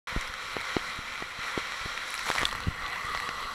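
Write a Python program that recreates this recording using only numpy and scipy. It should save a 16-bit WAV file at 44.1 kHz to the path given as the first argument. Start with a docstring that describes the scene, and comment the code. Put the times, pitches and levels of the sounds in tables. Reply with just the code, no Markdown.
"""A ride down an enclosed water slide, heard by a microphone in a sealed case.
After a short silence, filtered hiss and fizz rush through the case's resonances over a lumpy noise rumble
and a faint sine whine; seams knock as decaying rings, bumps thump as pressure pushes, drops tick as short tones.
At about 2.3 s a splash thickens the drops and wets the case: its resonances shift, most of them downward.
Late on, from about 3 s, the rush rings more near 1.2 kHz and less near 2 kHz."""
import sys
import numpy as np
from scipy import signal
from scipy.fft import rfft, irfft
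from scipy.io import wavfile
from scipy.ndimage import uniform_filter1d

SR = 44100
rng = np.random.default_rng(int(sys.argv[2]) if len(sys.argv) > 2 else 0)


def wav_record(signal):
    """Record a signal, one row per channel, as 16-bit PCM in the file named by sys.argv[1]."""
    frames = np.transpose(np.atleast_2d(signal))
    bounded = np.clip(frames, -1, 1)
    # unit amplitude maps onto the largest positive 16-bit level
    quanta = np.round(bounded * 32767).astype(np.int16)
    wavfile.write(sys.argv[1], SR, quanta)


N = 156114

# Course of the ride's steady layers: (time [s], rush level [dB], treble spray level [dB], rumble level [dB]).
# The spray is shifted to the rush's typical level and the rumble is trimmed where they are used.
FLOW_COURSE = [(0.12, -37.0, -52, -55), (0.22, -36, -50, -51), (0.35, -38.5, -53.5, -52.5),
               (0.5, -39.5, -51.5, -47.5), (0.58, -36, -52, -45), (0.68, -34, -48.5, -54.5),
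               (0.8, -36.5, -50, -50), (1.05, -38.5, -53, -50), (1.35, -38.5, -54, -51),
               (1.5, -35, -49.5, -58), (1.65, -36, -51, -46), (1.8, -38, -51, -53), (1.95, -36, -51, -49),
               (2.07, -38.5, -50.5, -59), (2.16, -37, -49, -52), (2.34, -37.5, -47.5, -53),
               (2.42, -34.5, -49.5, -36), (2.5, -40, -49.5, -42), (2.72, -38.0, -50, -38.5),
               (2.82, -37.5, -51.5, -44), (2.92, -35, -50, -49), (3.02, -36, -48, -49),
               (3.12, -34.5, -47, -48), (3.18, -36.5, -46, -43), (3.27, -36.5, -48, -49),
               (3.38, -36.5, -49, -50.5), (3.48, -36, -48, -53)]

WET_FROM_S, WET_BY_S = 2.33, 2.53
SKIRT_DRY, SKIRT_WET = 1.49, 1.24  # steepness of the resonance flanks

SWELL_DB, SWELL_PER_S = 0.74, 18  # all bands of the rush together
FLICKER_DB, FLICKER_PER_S = 1.0, 30  # each band alone
GURGLE_DB = 1.5  # extra flicker of the lower bands once the case is wet
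FIZZ_PER_S, FIZZ_DB = 1500, -10.5  # level against the hiss
FIZZ_SPREAD_DB, FIZZ_MOST = 4.5, 4.4  # mean lift of a fizz grain, and its cap in spreads
SETTLE_FROM_S, SETTLE_BY_S = 3.05, 3.3
HOLLOW_DB, DULL_DB = 3.5, -4.5  # late change of the rush near 1.2 kHz and near 2 kHz

DROP_T60_S, DROP_T60_SLOPE = 0.0071, 0.092  # at 1 kHz; higher drops die a little sooner
DROP_RISE_S, DROP_HISS_S, DROP_HISS_DB = 0.00036, 0.0014, -6
PUFF_RMS = 0.2  # of a 0 dB hiss puff or treble tick
PATTER_DB, PATTER_S, PATTER_TREBLE_DB = -21.5, 0.00052, 6
PATTER_SPREAD_DB, PATTER_MOST = 4.5, 2.2  # mean lift of a small drop, and its cap in spreads

KNOCK_RISE_S, CRACK_RISE_S = 0.00058, 0.0004
BUMP_POINT = 1.25  # 1 pointed, 2 round
RUMBLE_LUMPS_DB, LUMPS_PER_S, RUMBLE_TRIM_DB = 2.0, 30, -1.5
WHINE_HZ, WHINE_DB = 13608, -82
START_S, LOW_CUT_HZ, TOP_HZ = 0.072, 20.3, 15900


def amp(db):
    """dB to gain."""
    return 10 ** (np.asarray(db, float) / 20)


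def unit(x):
    """Scale to rms 1."""
    return x / np.sqrt(np.mean(x ** 2))


def curve(table, axis):
    """A column of a timed table, interpolated to one value per sample."""
    points = np.array(table)
    return np.interp(np.arange(N) / SR, points[:, 0], points[:, axis])


def walk(rate):
    """Random levels held 1 / rate s, smoothed into slews and scaled to spread 1."""
    hold = int(SR / rate)
    steps = np.repeat(rng.standard_normal(N // hold + 1), hold)
    smooth = uniform_filter1d(uniform_filter1d(steps, hold), hold)
    return unit(smooth[:N])


def slope(points, hz):
    """dB of (Hz, dB) points, interpolated on a log frequency axis."""
    points = np.array(points)
    return np.interp(np.log(hz + 1), np.log(points[:, 0]), points[:, 1])


def causal(x, power):
    """Filter by the minimum-phase response of a power spectrum, folding its cepstrum to positive time."""
    cepstrum = irfft(np.log(power) / 2)
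    half = len(cepstrum) // 2
    cepstrum[1:half] *= 2
    cepstrum[half + 1:] = 0
    response = irfft(np.exp(rfft(cepstrum)))[:2048]
    return signal.fftconvolve(x, response)[:N]


def add(out, start_s, x):
    """Mix x into out from start_s on."""
    i = int(start_s * SR)
    out[i:i + len(x)] += x[:N - i]


def band_limit(order, hz, kind, x):
    """Butterworth filter."""
    return signal.sosfilt(signal.butter(order, hz, kind, fs=SR, output="sos"), x)


def decaying_ring(hz, t60, t):
    """A sine, first swing downward, that falls 60 dB in t60 s."""
    return -np.sin(2 * np.pi * hz * t) * np.exp(-np.log(1000) * t / t60)


def wetness():
    """0 with the case dry, rising to 1 as the splash wets it."""
    return np.clip((np.arange(N) / SR - WET_FROM_S) / (WET_BY_S - WET_FROM_S), 0, 1)


def case(x):
    """Sound through the wall's resonances, crossfaded dry to wet at rms 1; also gives the dry rms."""
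    # Case resonances: (dry centre [Hz], dry width [Hz], dry level [dB],
    # wet centre [Hz], wet width [Hz], wet level [dB])
    modes = np.array([(518, 70, -10, 484, 22, -10.5), (1110, 253, -5.5, 920, 220, -16),
                      (1383, 224, -2.5, 1145, 115, -0.5), (1997, 450, -3, 1960, 143, 0.5),
                      (2346, 150, -6.5, 1360, 270, -5.5), (3245, 260, -10.5, 3320, 130, -12.5),
                      (3970, 600, -10, 4080, 380, -14), (5620, 810, -18, 5760, 410, -25),
                      (7400, 1700, -25, 7720, 480, -28), (10600, 1850, -29, 10540, 1000, -33),
                      (12000, 890, -37.5, 11700, 1000, -35.5), (14380, 1400, -78, 14200, 1500, -66)])
    # What leaks through between the resonances: (frequency [Hz], level [dB])
    leak = [(30, -30), (300, -24.5), (700, -17.5), (2800, -15.5), (5000, -28), (9000, -39), (16000, -70)]
    hz = np.linspace(0, SR / 2, 4097)

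    def through(rows, skirt):
        peaks = sum(amp(2 * db) / (1 + (2 * (hz - f) / width) ** 2) ** skirt for f, width, db in rows)
        return causal(x, amp(2 * slope(leak, hz)) + peaks)  # doubled dB: power

    dry_sound = through(modes[:, :3], SKIRT_DRY)
    wet_sound = through(modes[:, 3:], SKIRT_WET)
    share = wetness()
    return unit(dry_sound) * (1 - share) + unit(wet_sound) * share, np.std(dry_sound)


def water():
    """Turbulent hiss and fizz: quarter-octave bands swell together and flicker alone; spray sets the treble."""
    grains = (rng.random(N) < FIZZ_PER_S / SR) * rng.standard_normal(N)
    fizz = grains * amp(FIZZ_SPREAD_DB * np.minimum(rng.exponential(size=N), FIZZ_MOST))
    swell = amp(SWELL_DB * walk(SWELL_PER_S))
    raw = rfft((rng.standard_normal(N) + amp(FIZZ_DB) * unit(fizz)) * swell)
    octave = np.log2(np.arange(len(raw)) * SR / N / 250 + 1e-9)  # above 250 Hz
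    octave = np.clip(octave, 0, 6.5)  # the end bands take in all beyond them

    rush, spray = curve(FLOW_COURSE, axis=1), curve(FLOW_COURSE, axis=2)
    spray = spray - np.median(spray - rush)  # keep its movement at the level of the rush
    settle = np.interp(np.arange(N) / SR, [SETTLE_FROM_S, SETTLE_BY_S], [0, 1])
    wet = wetness()
    out = 0
    for k in np.arange(0, 6.6, .25):
        band = np.clip(1 - 4 * np.abs(octave - k), 0, 1)  # overlapping triangles
        # Spray takes over from 3 to 6 kHz and yields partly at the very top
        high = np.clip(k - 3.6, 0, 1) * np.clip(6.6 - k, .3, 1)
        flicker_db = FLICKER_DB + GURGLE_DB * wet * (1 - high)
        db = (1 - high) * rush + high * spray + flicker_db * walk(FLICKER_PER_S)
        db = db + settle * (HOLLOW_DB * (k == 2.25) + DULL_DB * (2.75 <= k <= 3.25))
        out = out + irfft(raw * band, N) * amp(db)
    return case(out)[0] * np.std(out)


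def drop(hz, treble_db, chance):
    """A drop's strike: a few fading cycles, a puff of broad mid hiss from a third of the pitch up, a treble tick."""
    t = np.arange(len(chance)) / SR
    rise = 1 - np.exp(-t / DROP_RISE_S)
    fade = np.exp(-t / DROP_HISS_S) * rise
    decay = np.exp(-np.log(1000) * t / DROP_T60_S * (hz / 1000) ** DROP_T60_SLOPE)
    tone = 2 * rise * np.sin(2 * np.pi * hz * t) * decay
    puff = band_limit(3, [hz / 3, max(4600, 0.97 * hz)], "bandpass", chance * fade)
    tick = band_limit(4, [7200, 11500], "bandpass", chance[::-1] * fade)
    puff = amp(DROP_HISS_DB) * PUFF_RMS * puff / puff.std()
    return tone + puff + amp(treble_db) * PUFF_RMS * tick / tick.std()


def loud_drops():
    """Single drops striking the case, each with its own pitch and treble."""
    # Drops: (time [s], nominal peak [dB], pitch [Hz], treble tick level [dB over the drop])
    strikes = [(.211, -29, 5700, -6), (0.275, -33.5, 5100, -8), (.339, -25, 1480, -19),
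               (0.612, -26, 1980, -14), (1.394, -30, 1370, -20), (1.9762, -20.5, 1820, -24),
               (2.1043, -30.5, 2120, -2), (2.129, -44, 2250, -11), (2.141, -21, 2280, -8),
               (2.151, -28, 1950, -6), (2.178, -28, 5400, -18), (2.192, -25, 2170, -12),
               (2.251, -34, 2040, -17), (2.257, -24, 1490, -24), (2.266, -25, 915, -26),
               (2.27, -27, 1980, -24), (2.284, -25, 980, -14), (2.291, -22, 1400, -26),
               (2.3017, -14.5, 1060, -32), (2.314, -16.5, 1770, -27), (2.319, -28, 1720, -26),
               (2.3526, -16.5, 1260, -20), (2.361, -19, 990, -27), (2.382, -17, 2140, -30),
               (2.385, -19, 1970, -30), (2.392, -20.5, 1900, -11), (2.4099, -19.5, 1770, -29),
               (2.416, -18, 1850, -29), (2.4314, -17, 1140, -24), (2.4536, -9.5, 3530, -17.5),
               (2.49, -26, 1140, -24), (2.512, -25.5, 3170, -18), (2.527, -19.5, 1140, -30),
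               (2.604, -25.5, 1070, -14.5), (2.637, -28.5, 3870, -33), (2.822, -26, 1260, -44),
               (2.863, -25.5, 3470, -40), (3.052, -29, 1300, -11), (3.149, -18.5, 1200, -41),
               (3.174, -19.5, 1990, -30), (3.201, -22, 1970, -16), (3.2901, -18, 1900, -51),
               (3.402, -30.5, 4130, -38), (3.427, -26, 1200, -30)]
    out = np.zeros(N)
    for (start_s, db, hz, treble_db), chance in zip(strikes, rng.standard_normal((len(strikes), 600))):
        add(out, start_s, amp(db) * drop(hz, treble_db, chance))
    return out


def patter():
    """Random decaying noise ticks, full-band and treble-only, that thicken in the splash and ring the case."""
    # Density of the patter: (time [s], small drops in each of the two streams [per s])
    density = [(0, 8), (2.05, 8), (2.12, 120), (2.22, 200), (2.28, 900), (2.43, 900), (2.6, 40), (3.0, 15),
               (3.15, 250), (3.25, 20), (3.54, 20)]
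    struck = rng.random((2, N)) < curve(density, axis=1) / SR
    hits = struck * amp(PATTER_SPREAD_DB * np.minimum(rng.exponential(size=(2, N)), PATTER_MOST))
    tails = signal.lfilter([1], [1, -np.exp(-1 / (PATTER_S * SR))], hits)
    full, thin = tails * rng.standard_normal((2, N))
    thin = band_limit(4, 6500, "highpass", thin)
    rung, size = case(full + amp(PATTER_TREBLE_DB) * thin)
    return amp(PATTER_DB) * rung * size


def knocks():
    """Seams knock the case: a short low ring with the crack of its wall, a sum of higher rings, on top."""
    # Seams: (time [s], nominal peak [dB], ring [Hz], ring t60 [s], crack level [dB over the knock],
    # direction [only the sign counts])
    seams = [(.5669, -23.5, 480, 0.014, 2, -1), (0.7668, -11, 370, 0.012, -5, 1),
             (1.224, -28.5, 424, 0.012, 2.5, 1), (1.5768, -12.5, 390, 0.0088, -11.5, 1),
             (1.8608, -24.5, 360, 0.007, -32, 1), (2.3012, -17.5, 494, 0.0074, -24, -8.5),
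             (2.416, -20, 300, 0.0053, -26, 1), (2.4317, -24, 430, 0.0053, 5, -1),
             (3.2908, -28, 288, 0.0071, -2, 1)]
    # Modes of the case wall: (frequency [Hz], level [dB], t60 [s])
    wall_modes = [(727, 5, 0.0051), (1200, 0, 0.0058), (1980, -1, 0.0066), (2800, 0, 0.0031),
                  (3800, -8, 0.0038)]
    out, t = np.zeros(N), np.arange(3000) / SR
    # The gains 2 and 1.7 make up for level lost in the soft rise and the decay
    crack = 2 * (1 - np.exp(-t / CRACK_RISE_S))
    crack = crack * sum(amp(db) * decaying_ring(hz, t60, t) for hz, db, t60 in wall_modes)
    rise = 1.7 * (1 - np.exp(-t / KNOCK_RISE_S))
    for start_s, db, hz, t60, crack_db, way in seams:
        knock = rise * decaying_ring(hz, t60, t) + amp(crack_db) * crack
        add(out, start_s, np.sign(way) * amp(db) * knock)
    return out


def bumps():
    """Bumps thump the case: smooth pressure pushes, some followed by opposite rebounds."""
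    # Pushes and rebounds: (time of the peak [s], peak [dB], width at 1/e of the peak [s], direction [sign])
    pushes = [(0.127, -31, 0.0034, -1), (0.1636, -15, 0.0013, 1), (0.175, -18, 0.0094, -1),
              (0.245, -33, .03, -1), (0.299, -33.5, 0.0051, -1), (0.9906, -26, 0.0022, 1),
              (1.122, -38.5, 0.0073, 1), (1.391, -31.5, 0.0024, -1), (1.814, -35, 0.0073, 1),
              (1.8577, -26.5, 0.0033, 1), (2.393, -34, 0.0082, -1), (2.534, -34, 0.015, 1),
              (2.672, -16.5, 0.0023, -1), (2.674, -28, 0.014, 1), (2.6838, -13.5, 0.0039, -1),
              (2.687, -17.5, 0.0045, 1), (2.714, -29, 0.0077, -1), (2.838, -29.5, 0.013, 1),
              (3.049, -30.5, 0.0033, 1), (3.181, -37, 0.011, 1), (3.453, -33.5, 0.011, -1)]
    out = np.zeros(N)
    for peak_s, db, length, way in pushes:
        reach = 1.5 * length
        u = np.arange(-reach * SR, reach * SR) / (length * SR)
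        push = np.exp(-np.abs(2 * u) ** BUMP_POINT)
        add(out, peak_s - reach, np.sign(way) * amp(db) * push)
    return out


def rumble():
    """Low rumble of the ride: noise with wandering level, filtered to a falling spectrum."""
    # Rumble spectrum: (frequency [Hz], relative level per Hz [dB])
    spectrum = [(15, 7.5), (30, 3.5), (60, -4), (120, -7), (250, -9), (500, -28.5), (1000, -49)]
    hz = np.linspace(0, SR / 2, 4097)
    lumpy = rng.standard_normal(N) * amp(RUMBLE_LUMPS_DB * walk(LUMPS_PER_S))
    low = causal(lumpy, amp(2 * slope(spectrum, hz)))
    return unit(low) * amp(curve(FLOW_COURSE, axis=3) + RUMBLE_TRIM_DB)


def whine():
    """A faint steady sine high in the treble."""
    return amp(WHINE_DB) * np.sin(2 * np.pi * WHINE_HZ * np.arange(N) / SR)


def scene():
    """Everything reaches one microphone inside the case, sent to both channels."""
    mono = water() + loud_drops() + patter() + knocks() + bumps() + rumble() + whine()
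    return np.array([mono, mono])


def record(dry):
    """Low cut, silent lead-in, then a steep elliptic roll-off of the top."""
    x = band_limit(1, LOW_CUT_HZ, "highpass", dry)
    x = x * (np.arange(N) >= START_S * SR)
    return signal.sosfilt(signal.ellip(10, .2, 60, TOP_HZ, fs=SR, output="sos"), x)


dry = scene()
out = record(dry)
wav_record(out)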